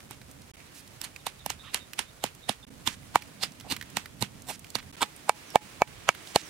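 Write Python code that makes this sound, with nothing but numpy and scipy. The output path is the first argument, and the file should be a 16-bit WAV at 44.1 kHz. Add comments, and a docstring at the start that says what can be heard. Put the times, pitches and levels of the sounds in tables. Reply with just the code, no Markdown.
"""A wooden pestle pounds salt, garlic and chilli in a wooden mortar: contact forces drive damped modes,
heard as ground thump, grain crack and bowl ring, and swell the crunch of the paste, noise of tiny fractures.
Around it lie ticks (decaying noise bursts), hushes (band noise), bird whistles (gliding sines), a grainy hiss,
and the rustle of a forest floor and a small fire (shaped noise). Background levels step three times, and the
sound drops out for some milliseconds near each step."""
import sys
import numpy as np
from scipy import signal
from scipy.fft import rfft, irfft
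from scipy.io import wavfile
from scipy.ndimage import uniform_filter1d, minimum_filter1d, map_coordinates

SR = 44100
rng = np.random.default_rng(int(sys.argv[2]) if len(sys.argv) > 2 else 0)


def transcribe(u):
    """Save the signal u as a 16-bit wav file named by the first command-line argument.

    u: samples, shape (n,) or (channels, n), limited to [-1, 1]; the rate is SR.
    q: integer samples, one column per channel.
    """
    v = np.clip(np.atleast_2d(u).T, -1, 1)
    q = np.round(v * 32767).astype(np.int16)
    wavfile.write(sys.argv[1], SR, q)


def invert_db(level):
    """Linear amplitude ratio for a level in decibels (20 dB per decade), elementwise."""
    return 10 ** (np.asarray(level, dtype=float) / 20)


N = 286621

# pestle blows: (time [s], contact spread [ms], relative ground thump [dB], relative bowl ring [dB],
# relative grain crack [dB], bowl pitch that the landing favours [Hz])
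BLOWS = [(0.11, 0.92, -40, -32, -45, 1090), (1.015, .6, -43, -44, -30, 1060),
         (1.044, 9.6, -66, -43, -26.5, 910), (1.268, 2.06, -43, -25, -22.5, 980),
         (1.462, 0.6, -28, -24, -30, 625), (1.502, 2.8, -41, -27.5, -23, 1250),
         (1.745, 0.59, -34, -27, -15, 900), (1.992, 1.1, -41, -26.5, -15.5, 930),
         (2.2402, 1.55, -26, -16, -16, 970), (2.493, 1.56, -25, -19, -17, 845),
         (2.866, 5.7, -42, -40, -32, 940), (2.874, 1.4, -26.5, -23, -13, 1000),
         (3.157, 0.14, -21, -1.5, -14.5, 948), (3.434, 10.3, -39, -29, -15.5, 850),
         (3.716, 10, -24, -27, -17.5, 670), (3.9696, 1.18, -22.5, -20, -16.5, 620),
         (4.214, 4.7, -28.5, -37, -30.5, 800), (4.225, 1.6, -21.5, -20.5, -20, 720),
         (4.499, 12.8, -33.5, -25.5, -23, 800), (4.755, 2.4, -30, -22.5, -20.5, 1320),
         (5.025, 7.7, -32, -8, -12.5, 995), (5.294, 0.23, -62, -1.5, -14.5, 880),
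         (5.5572, 0.16, -32, -0.5, -13.5, 832), (5.819, 0.055, -43, -2, -24, 800),
         (6.09, 0.34, -26, 1, -7.5, 1050), (6.36, 1.7, -39, -6, -7.5, 746)]


def rms_one(x):
    """Normalisation: scales the mean power to one."""
    return x / np.sqrt(np.mean(x ** 2) + 1e-20)


def at_hz(points, hz):
    """Interpolation on a logarithmic frequency axis."""
    point_hz, value = np.transpose(points)
    return np.interp(np.log(np.maximum(hz, 1)), np.log(point_hz), value)


def coloured(white, spectrum):
    """Spectral shaping: white noise multiplied by a magnitude response, rms 1."""
    response = invert_db(at_hz(spectrum, np.fft.rfftfreq(N, 1 / SR)))
    return rms_one(irfft(rfft(white) * response, N))


def drift(rate):
    """Slow modulation: random knots, rate of them per second, joined by a smooth curve of rms 1."""
    knots = rng.standard_normal(400)
    return rms_one(map_coordinates(knots, [np.arange(N) / SR * rate]))


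def ring(drive, hz, t60):
    """Damped resonance: a unit click sets a sine of height about 1 ringing, 60 dB down after t60 seconds."""
    radius = invert_db(-60 / (t60 * SR))
    angle = 2 * np.pi * min(hz, .45 * SR) / SR
    feedback = [1, -2 * radius * np.cos(angle), radius ** 2]
    return signal.lfilter([0, np.sin(angle)], feedback, drive + 1e-18)


def high_pass(x, order, hz):
    """Butterworth high-pass filtering."""
    return signal.sosfilt(signal.butter(order, hz, "high", fs=SR, output="sos"), x)


def placed(x, left_db):
    """Interaural level difference: left_db is the left level less the right."""
    return x * invert_db(np.array([[left_db / 2], [-left_db / 2]]))


def left_late(x, count):
    """Interaural time difference: a source to the right reaches the left count samples late."""
    return np.array([np.roll(x[0], count), x[1]])


def wide(spectrum):
    """Diffuse-field coherence: stereo noise, alike in the bass, nearly unrelated in the treble."""
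    # coherence of the two sides: (frequency [Hz], left-right correlation [1])
    likeness = [(60, 0.85), (240, 0.61), (950, 0.037), (3770, 0.022), (15000, 0.04)]
    alike = np.clip(at_hz(likeness, np.fft.rfftfreq(N, 1 / SR)), 0, 1)
    mid, side = rfft(rng.standard_normal((2, N)))
    pair = np.sqrt(1 + alike) * mid + np.sqrt(1 - alike) * side * [[1], [-1]]
    return coloured(irfft(pair, N), spectrum)


def by_spot(s):
    """Piecewise-constant levels: the columns of the listening spot in use at the given times."""
    # four listening spots: (start [s], deep rumble [dB], flame flutter [dB], background hiss [dB],
    # paste crunch relative to grain crack [dB]), all before slow modulation and placing
    spots = np.array([(0, -58, -57.5, -58, -4), (.526, -58, -61.5, -58.5, -17.5),
                      (2.66, -56.5, -55, -58.5, -18.5), (4.92, -61.5, -58.5, -56.5, -26)])
    return spots[np.searchsorted(spots[1:, 0], s)].T[1:]


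def fire():
    """Turbulent combustion noise: deep rumble and flame flutter, modulated separately."""
    # rumble spectrum: (frequency [Hz], relative density [dB per Hz])
    rumble_spectrum = [(12, -20), (20, -15), (70, 0), (147, 1), (225, -2.5), (282, -2.5), (349, -19.5),
                       (600, -16.5), (780, -23), (1320, -120)]
    rumble = wide(rumble_spectrum)
    split_hz = 140.0
    low = signal.sosfilt(signal.butter(3, split_hz, "low", fs=SR, output="sos"), rumble)
    high = high_pass(rumble, 3, split_hz)
    deep_db, flutter_db = by_spot(np.arange(N) / SR)[:2]
    deep = invert_db(deep_db + 2.4 * drift(4.05)) * rms_one(low)
    return deep + invert_db(flutter_db + 1.35 * drift(27.0)) * rms_one(high)


def leaves():
    """Amplitude-modulated noise: the rustle wavers separately in its middle and its top."""
    # rustle spectrum: (frequency [Hz], relative density [dB per Hz])
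    rustle_spectrum = [(180, -29), (300, 6), (372, -3), (493, -7.5), (1290, -4.5), (2380, -2.5),
                       (5260, -10.5), (9090, -12.5), (14500, -26.5), (15700, -15)]
    # course of the forest rustle: (time [s], relative level [dB])
    rustle_course = [(0.0, -70), (0.4, -68), (0.56, -56), (1.34, -61), (1.88, -60), (2.48, -62), (2.8, -63),
                     (3.2, -55.5), (3.5, -60.5), (3.87, -54), (4.2, -63.5), (4.85, -59.5), (4.98, -47),
                     (5.07, -56), (5.25, -55.5), (5.57, -50.5), (5.9, -53), (6.5, -48.5)]
    rustle = wide(rustle_spectrum)
    top = high_pass(rustle, 2, 5000.0)
    middle = rustle - top
    wavering = invert_db(0.44 * drift(7.1)) * middle + invert_db(1.3 * drift(8.0) + 1.0 * drift(41.0)) * top
    time, level_db = np.transpose(rustle_course)
    return invert_db(np.interp(np.arange(N) / SR, time, level_db)) * wavering


def grit(spectrum, per_s, size_db, width):
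    """Poisson shot noise: dense tiny clicks, uneven in size, scattered between left and right."""
    sizes = invert_db(size_db * np.minimum(rng.exponential(1, (2, N)), 4))
    signs = rng.choice([-1, 1], (2, N))
    clicks = sizes * signs * (rng.random((2, N)) < per_s / SR)
    near, scattered = coloured(clicks, spectrum)
    return near + width * scattered * [[1], [-1]]


def background_hiss():
    """Modulated shot noise: a grainy background hiss goes on throughout."""
    # spectrum of the background hiss: (frequency [Hz], relative density [dB per Hz])
    hiss_spectrum = [(180, -34), (300, -15), (348, 0), (527, -2.5), (572, -3.5), (1000, -5.5),
                     (4170, -11.5), (9710, -13), (15700, -21)]
    hiss_level = invert_db(by_spot(np.arange(N) / SR)[2] + 0.83 * drift(23.0))
    return hiss_level * grit(hiss_spectrum, per_s=7000.0, size_db=4.0, width=0.97)


def birds(waver=.005, breath=0.52, echo_db=-6.0):
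    """Frequency modulation and scattering: distant whistles glide and flutter, and trees blur them with echoes.
    waver is the relative pitch spread, breath the share of a note that flutters."""
    # whistled notes: (start [s], end [s], start pitch [Hz], end pitch [Hz], relative level [dB])
    notes = [(.535, 0.63, 2190, 2200, -59), (1.188, 1.217, 3670, 3720, -59),
             (1.383, 1.432, 3760, 3640, -56), (1.59, 1.627, 3700, 3690, -50),
             (1.64, 1.725, 3680, 3750, -54), (1.788, 1.852, 3750, 3660, -53.5),
             (2.054, 2.113, 3600, 3720, -60), (2.197, 2.232, 3730, 3660, -57),
             (2.409, 2.48, 3720, 3740, -56.5), (2.626, 2.645, 3650, 3500, -51.5),
             (5.46, 5.545, 6300, 5080, -57), (6.415, 6.493, 6700, 5200, -54)]
    t, out = np.arange(N) / SR, np.zeros(N)
    flutter, wobble = rms_one(signal.lfilter([1], [1, -1.96, .9604], rng.standard_normal((2, N))))
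    for start, end, from_hz, to_hz, level_db in notes:
        on = (t >= start) & (t < end)
        part = (t[on] - start) / (end - start)
        pitch = (from_hz + (to_hz - from_hz) * part) * (1 + waver * wobble[on])
        phase = 2 * np.pi * np.cumsum(pitch) / SR
        swell = np.sqrt(2 * np.sin(np.pi * part)) * (1 - breath + breath * flutter[on])
        out[on] += invert_db(level_db) * swell * np.sin(phase)
    trees = rng.standard_normal((2, 4000)) * invert_db(-60 * np.arange(4000) / SR / 0.1)  # 0.1 s to fall 60 dB
    trees *= invert_db(echo_db) / np.linalg.norm(trees[0])
    return out + signal.fftconvolve(out[None], trees)[:, :N]


def hushes():
    """Band-pass filtering: band noise, swelling and fading."""
    # short swells of band noise, some lingering after blows:
    # (start [s], end [s], centre [Hz], width [octaves], relative level [dB])
    swells = [(0.745, 0.813, 5470, 2.5, -52), (1.632, 1.7, 1190, 0.38, -57),
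              (1.633, 1.712, 2860, 0.57, -54), (1.666, 1.696, 1840, 0.13, -56),
              (3.643, 3.682, 704, 0.81, -51), (4.782, 4.805, 1950, 2.1, -43.5),
              (6.26, 6.328, 6000, 1.4, -53.5), (2.88, 2.953, 2930, 3.2, -48),
              (4.495, 4.563, 3960, 2.6, -47.5), (6.346, 6.418, 3400, 2.5, -40)]
    t, out, white = np.arange(N) / SR, np.zeros(N), rng.standard_normal(N)
    for start, end, hz, octaves, level_db in swells:
        on = (t >= start) & (t < end)
        edges = np.clip(hz * 2 ** (max(octaves, .05) * np.array([-.5, .5])), 20, .45 * SR)
        band = signal.sosfilt(signal.butter(2, edges, "band", fs=SR, output="sos"), white[on])
        envelope = np.sin(np.pi * (t[on] - start) / (end - start)) ** 0.19
        out[on] += invert_db(level_db) * rms_one(band) * envelope
    return out


def ticks(t60=0.023, count=20, faint_db=-44.0, faint_spread_db=4.0):
    """Impulsive excitation: a decaying noise burst with a bright edge drives two short resonances.
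    Besides the listed ticks, count fainter ones fall at random."""
    # grains and embers that tick: (time [s], relative peak level [dB], centre [Hz])
    snaps = [(0.2154, -38, 2400), (0.313, -41, 9000), (0.4184, -43, 6100), (1.512, -37, 9000),
             (3.52, -42, 6000), (1.1618, -30, 2570), (1.9333, -28, 3060), (3.2216, -30.5, 2650),
             (3.5996, -35.5, 3620), (3.6089, -35.5, 2070), (3.7645, -24, 2310), (3.8121, -26.5, 2090),
             (3.825, -29, 1960), (3.901, -38, 8800), (4.0577, -30.5, 1960), (4.4204, -38.5, 7600),
             (4.5933, -34, 9400), (4.6444, -34, 3070), (4.7028, -32.5, 7700), (4.786, -32, 2480),
             (5.1627, -37.5, 9900), (5.5033, -35, 5840), (5.875, -37, 1930), (6.1489, -33, 2270),
             (6.273, -33, 3860)]
    size = 1024
    out = np.zeros(N + size)
    when, loud, pitch = rng.random((count, 3)).T
    faint = [when * N / SR, faint_db + faint_spread_db * (2 * loud - 1), 2260.0 * 2 ** (2 * pitch)]
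    rows = np.vstack([snaps, np.transpose(faint)])
    bursts = rng.standard_normal((len(rows), size)) * invert_db(-60 * np.arange(size) / SR / t60)
    for (s, peak_db, hz), burst in zip(rows, bursts):
        tick = 0.49 * burst + 0.11 * ring(burst, hz, 10.5 / hz) + 0.32 * ring(burst, 1.71 * hz, 0.99 / hz)
        tick = high_pass(tick, 2, 0.71 * hz)
        at = round(s * SR)
        out[at:at + size] += invert_db(peak_db) * tick / np.abs(tick).max()
    return out[:N]


def paste(rise_s=0.0056, t60=0.14):
    """Granular fracture: the food crunches as the pestle sinks in and settles after."""
    # spectrum of the crunch: (frequency [Hz], relative density [dB per Hz])
    crush_spectrum = [(180, -6.5), (300, -6.5), (567, -11), (742, -8), (2790, -1), (5020, -9),
                      (9180, -11.5), (14900, -24), (15700, -25), (16500, -58)]
    t, power = np.arange(N) / SR, 0
    for blow in BLOWS:
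        late = t - blow[0]
        crunch_db = blow[4] + by_spot(blow[0])[3]
        exponent = np.where(late < 0, late / rise_s, -late * np.log(1000) / t60)
        power = power + invert_db(crunch_db) ** 2 * np.exp(2 * exponent)
    crunch_level = np.sqrt(power) * invert_db(1.24 * drift(30.0))
    return crunch_level * grit(crush_spectrum, per_s=5000.0, size_db=3.5, width=0.98)


def contacts(size=4096, clump_db=5.0, push_ms=9.0, push_db=-19.0):
    """Impulse spreading: a sharp hit is one click; a blurred one is a short noisy burst of the same energy.
    Around it lies a fainter, longer push."""
    ms = (np.arange(size) - size // 2) * 1000 / SR
    spread = np.maximum(np.array(BLOWS)[:, 1:2], .05)
    noise = rng.standard_normal((len(BLOWS), 2, size))
    tones = rfft(noise[:, 0] * np.exp(-.5 * (ms / spread) ** 2))
    flat = irfft(tones / (np.abs(tones) + 1e-12), size)  # all frequencies equally strong
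    core = flat * np.exp(-.5 * (ms / (1.7 * spread + 0.088)) ** 2)
    # the burst is uneven, in clumps about a millisecond long
    clumps = rms_one(uniform_filter1d(rng.standard_normal(core.shape), size=60))
    core = core * invert_db(clump_db * clumps)
    push = noise[:, 1] * np.exp(-.5 * (ms / push_ms) ** 2)
    core /= np.linalg.norm(core, axis=1, keepdims=True)
    push /= np.linalg.norm(push, axis=1, keepdims=True)
    return core + invert_db(push_db) * push


def struck(forces, modes, level_db, favoured_hz, favour_db, vary_db, side_db):
    """Modal superposition: every blow strikes every mode, hardest near its favoured pitch; modes radiate unevenly."""
    size, out = forces.shape[1], np.zeros((2, N))
    # harder cracks are duller on top: treble tilt in dB per octave above 4 kHz
    tilt_db = -0.41 * (np.array(BLOWS)[:, 4] + 11)
    chance = rng.standard_normal((len(BLOWS), 2, len(modes)))
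    for k, (hz, mode_db, t60) in enumerate(modes):
        drive = np.zeros((2, N + size))
        favour = favour_db * np.exp(-.5 * (np.log2(hz / favoured_hz) / 0.2) ** 2)
        mode_levels = level_db + mode_db + favour + tilt_db * max(np.log2(hz / 4000), 0)
        for blow, force, db, (own, lean) in zip(BLOWS, forces, mode_levels, chance[:, :, k]):
            at = round(blow[0] * SR)
            drive[:, at:at + size] += placed(force * invert_db(db + vary_db * own), side_db * lean)
        centred = drive[:, size // 2:N + size // 2]  # the middle of each force falls on its blow
        out += (-1) ** k * ring(centred, hz, t60)
    return high_pass(out, 2, 80.0)


def thump(forces):
    """Low-frequency modal response: the ground takes up the blow."""
    # ground modes: (frequency [Hz], relative level [dB], time to fall 60 dB [s])
    ground_modes = [(119.5, -6, 0.045), (208, -4.5, 0.048), (281, -1, 0.022)]
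    levels = np.array(BLOWS)
    return struck(forces, ground_modes, levels[:, 2], levels[:, 5], favour_db=0, vary_db=2.5, side_db=5.0)


def crack(forces):
    """Brittle fracture as short treble modes: each blow favours a random crack pitch."""
    # grain modes: (frequency [Hz], relative level [dB], time to fall 60 dB [s])
    grain_modes = [(1800, -8.5, 0.0066), (2897, -5, 0.0076), (3470, -5.5, 0.0061), (4350, -5.5, 0.0052),
                   (5015, -11, 0.011), (5840, -4, 0.0021), (6880, -4.5, 0.004), (8370, 0.5, 0.0015),
                   (10480, -6, 0.0018), (11960, -8.5, 0.0026), (14800, -20.5, 0.011)]
    low_hz, high_hz = 2050, 5240
    crack_hz = low_hz * (high_hz / low_hz) ** rng.random(len(BLOWS))
    level_db = np.array(BLOWS)[:, 4]
    return struck(forces, grain_modes, level_db, crack_hz, favour_db=7.0, vary_db=1.5, side_db=5.0)


def bowl(forces):
    """Modal resonance of the wooden bowl: the landing of each blow favours modes near one pitch."""
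    # bowl modes: (frequency [Hz], relative level [dB], time to fall 60 dB [s]); the last two are a faint, long
    # echo of the ring from the surrounding forest
    bowl_modes = [(428, -12.5, 0.011), (780, -1, 0.011), (1038, -3, 0.0093), (646, -14, 0.0083),
                  (1250, -14, 0.019), (1643, -15, 0.018), (1795, -29, 0.051), (2286, -15.5, 0.036),
                  (2570, -20.5, 0.025), (844, -40.5, 0.17), (966, -40.5, 0.15)]
    levels = np.array(BLOWS)
    return struck(forces, bowl_modes, levels[:, 3], levels[:, 5], favour_db=5.0, vary_db=3.08, side_db=3.0)


def scene():
    """Linear superposition: one set of contact forces drives ground, grains and bowl; the rest is added."""
    forces = contacts()
    forest = placed(fire() + leaves(), -6.5) + placed(birds(), -13.0)
    small = placed(background_hiss(), -2.4) + placed(paste(), -8.5) + placed(ticks() + hushes(), -9.5)
    near = placed(thump(forces), -6.0) + placed(crack(forces), -10.0) + small
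    wood = left_late(placed(bowl(forces), -4.0), count=3)
    wood = np.roll(wood, 20, axis=1)  # the bowl answers just after the grains crack
    return forest + left_late(near, count=1) + wood


def band_limit(x):
    """A steep low-pass at the top of the band."""
    return signal.sosfilt(signal.butter(12, 16850, fs=SR, output="sos"), x)


def record(dry):
    """Dynamic compression: loud blows push the gain down, it holds a moment and springs back.
    The level drops out at listed times; peaks are rounded and the top is cut."""
    # dropouts: (silence start [s], silence end [s], depth of a second dip [dB]), edges then smoothed
    dropouts = [(.516, .5362, -16), (2.651, 2.668, -14), (4.915, 4.926, -30)]
    silence_db, dip_after_s, dip_s = -90, .043, .009
    t = np.arange(N) / SR
    envelope = uniform_filter1d(np.abs(dry).max(axis=0), size=128)
    over_db = np.maximum(20 * np.log10(envelope + 1e-9) + 20.0, 0)  # excess above -20 dB
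    held_db = -minimum_filter1d(-over_db, size=2001, origin=1000)  # highest excess of the last 45 ms
    gain_db = -.5 * signal.lfilter([.004], [1, -.996], held_db)
    gate = np.ones(N)
    for start, end, depth_db in dropouts:
        gate[(t >= start) & (t < end)] = invert_db(silence_db)
        dip = start + dip_after_s
        gate[(t >= dip) & (t < dip + dip_s)] = invert_db(depth_db)
    levelled = dry * invert_db(gain_db) * uniform_filter1d(gate, size=64)
    rounded = 1.1 * np.tanh(levelled / 1.1)
    mix = signal.sosfilt(signal.cheby2(12, 30, 16100, fs=SR, output="sos"), rounded)
    return band_limit(mix)


dry = scene()
out = record(dry)
transcribe(out)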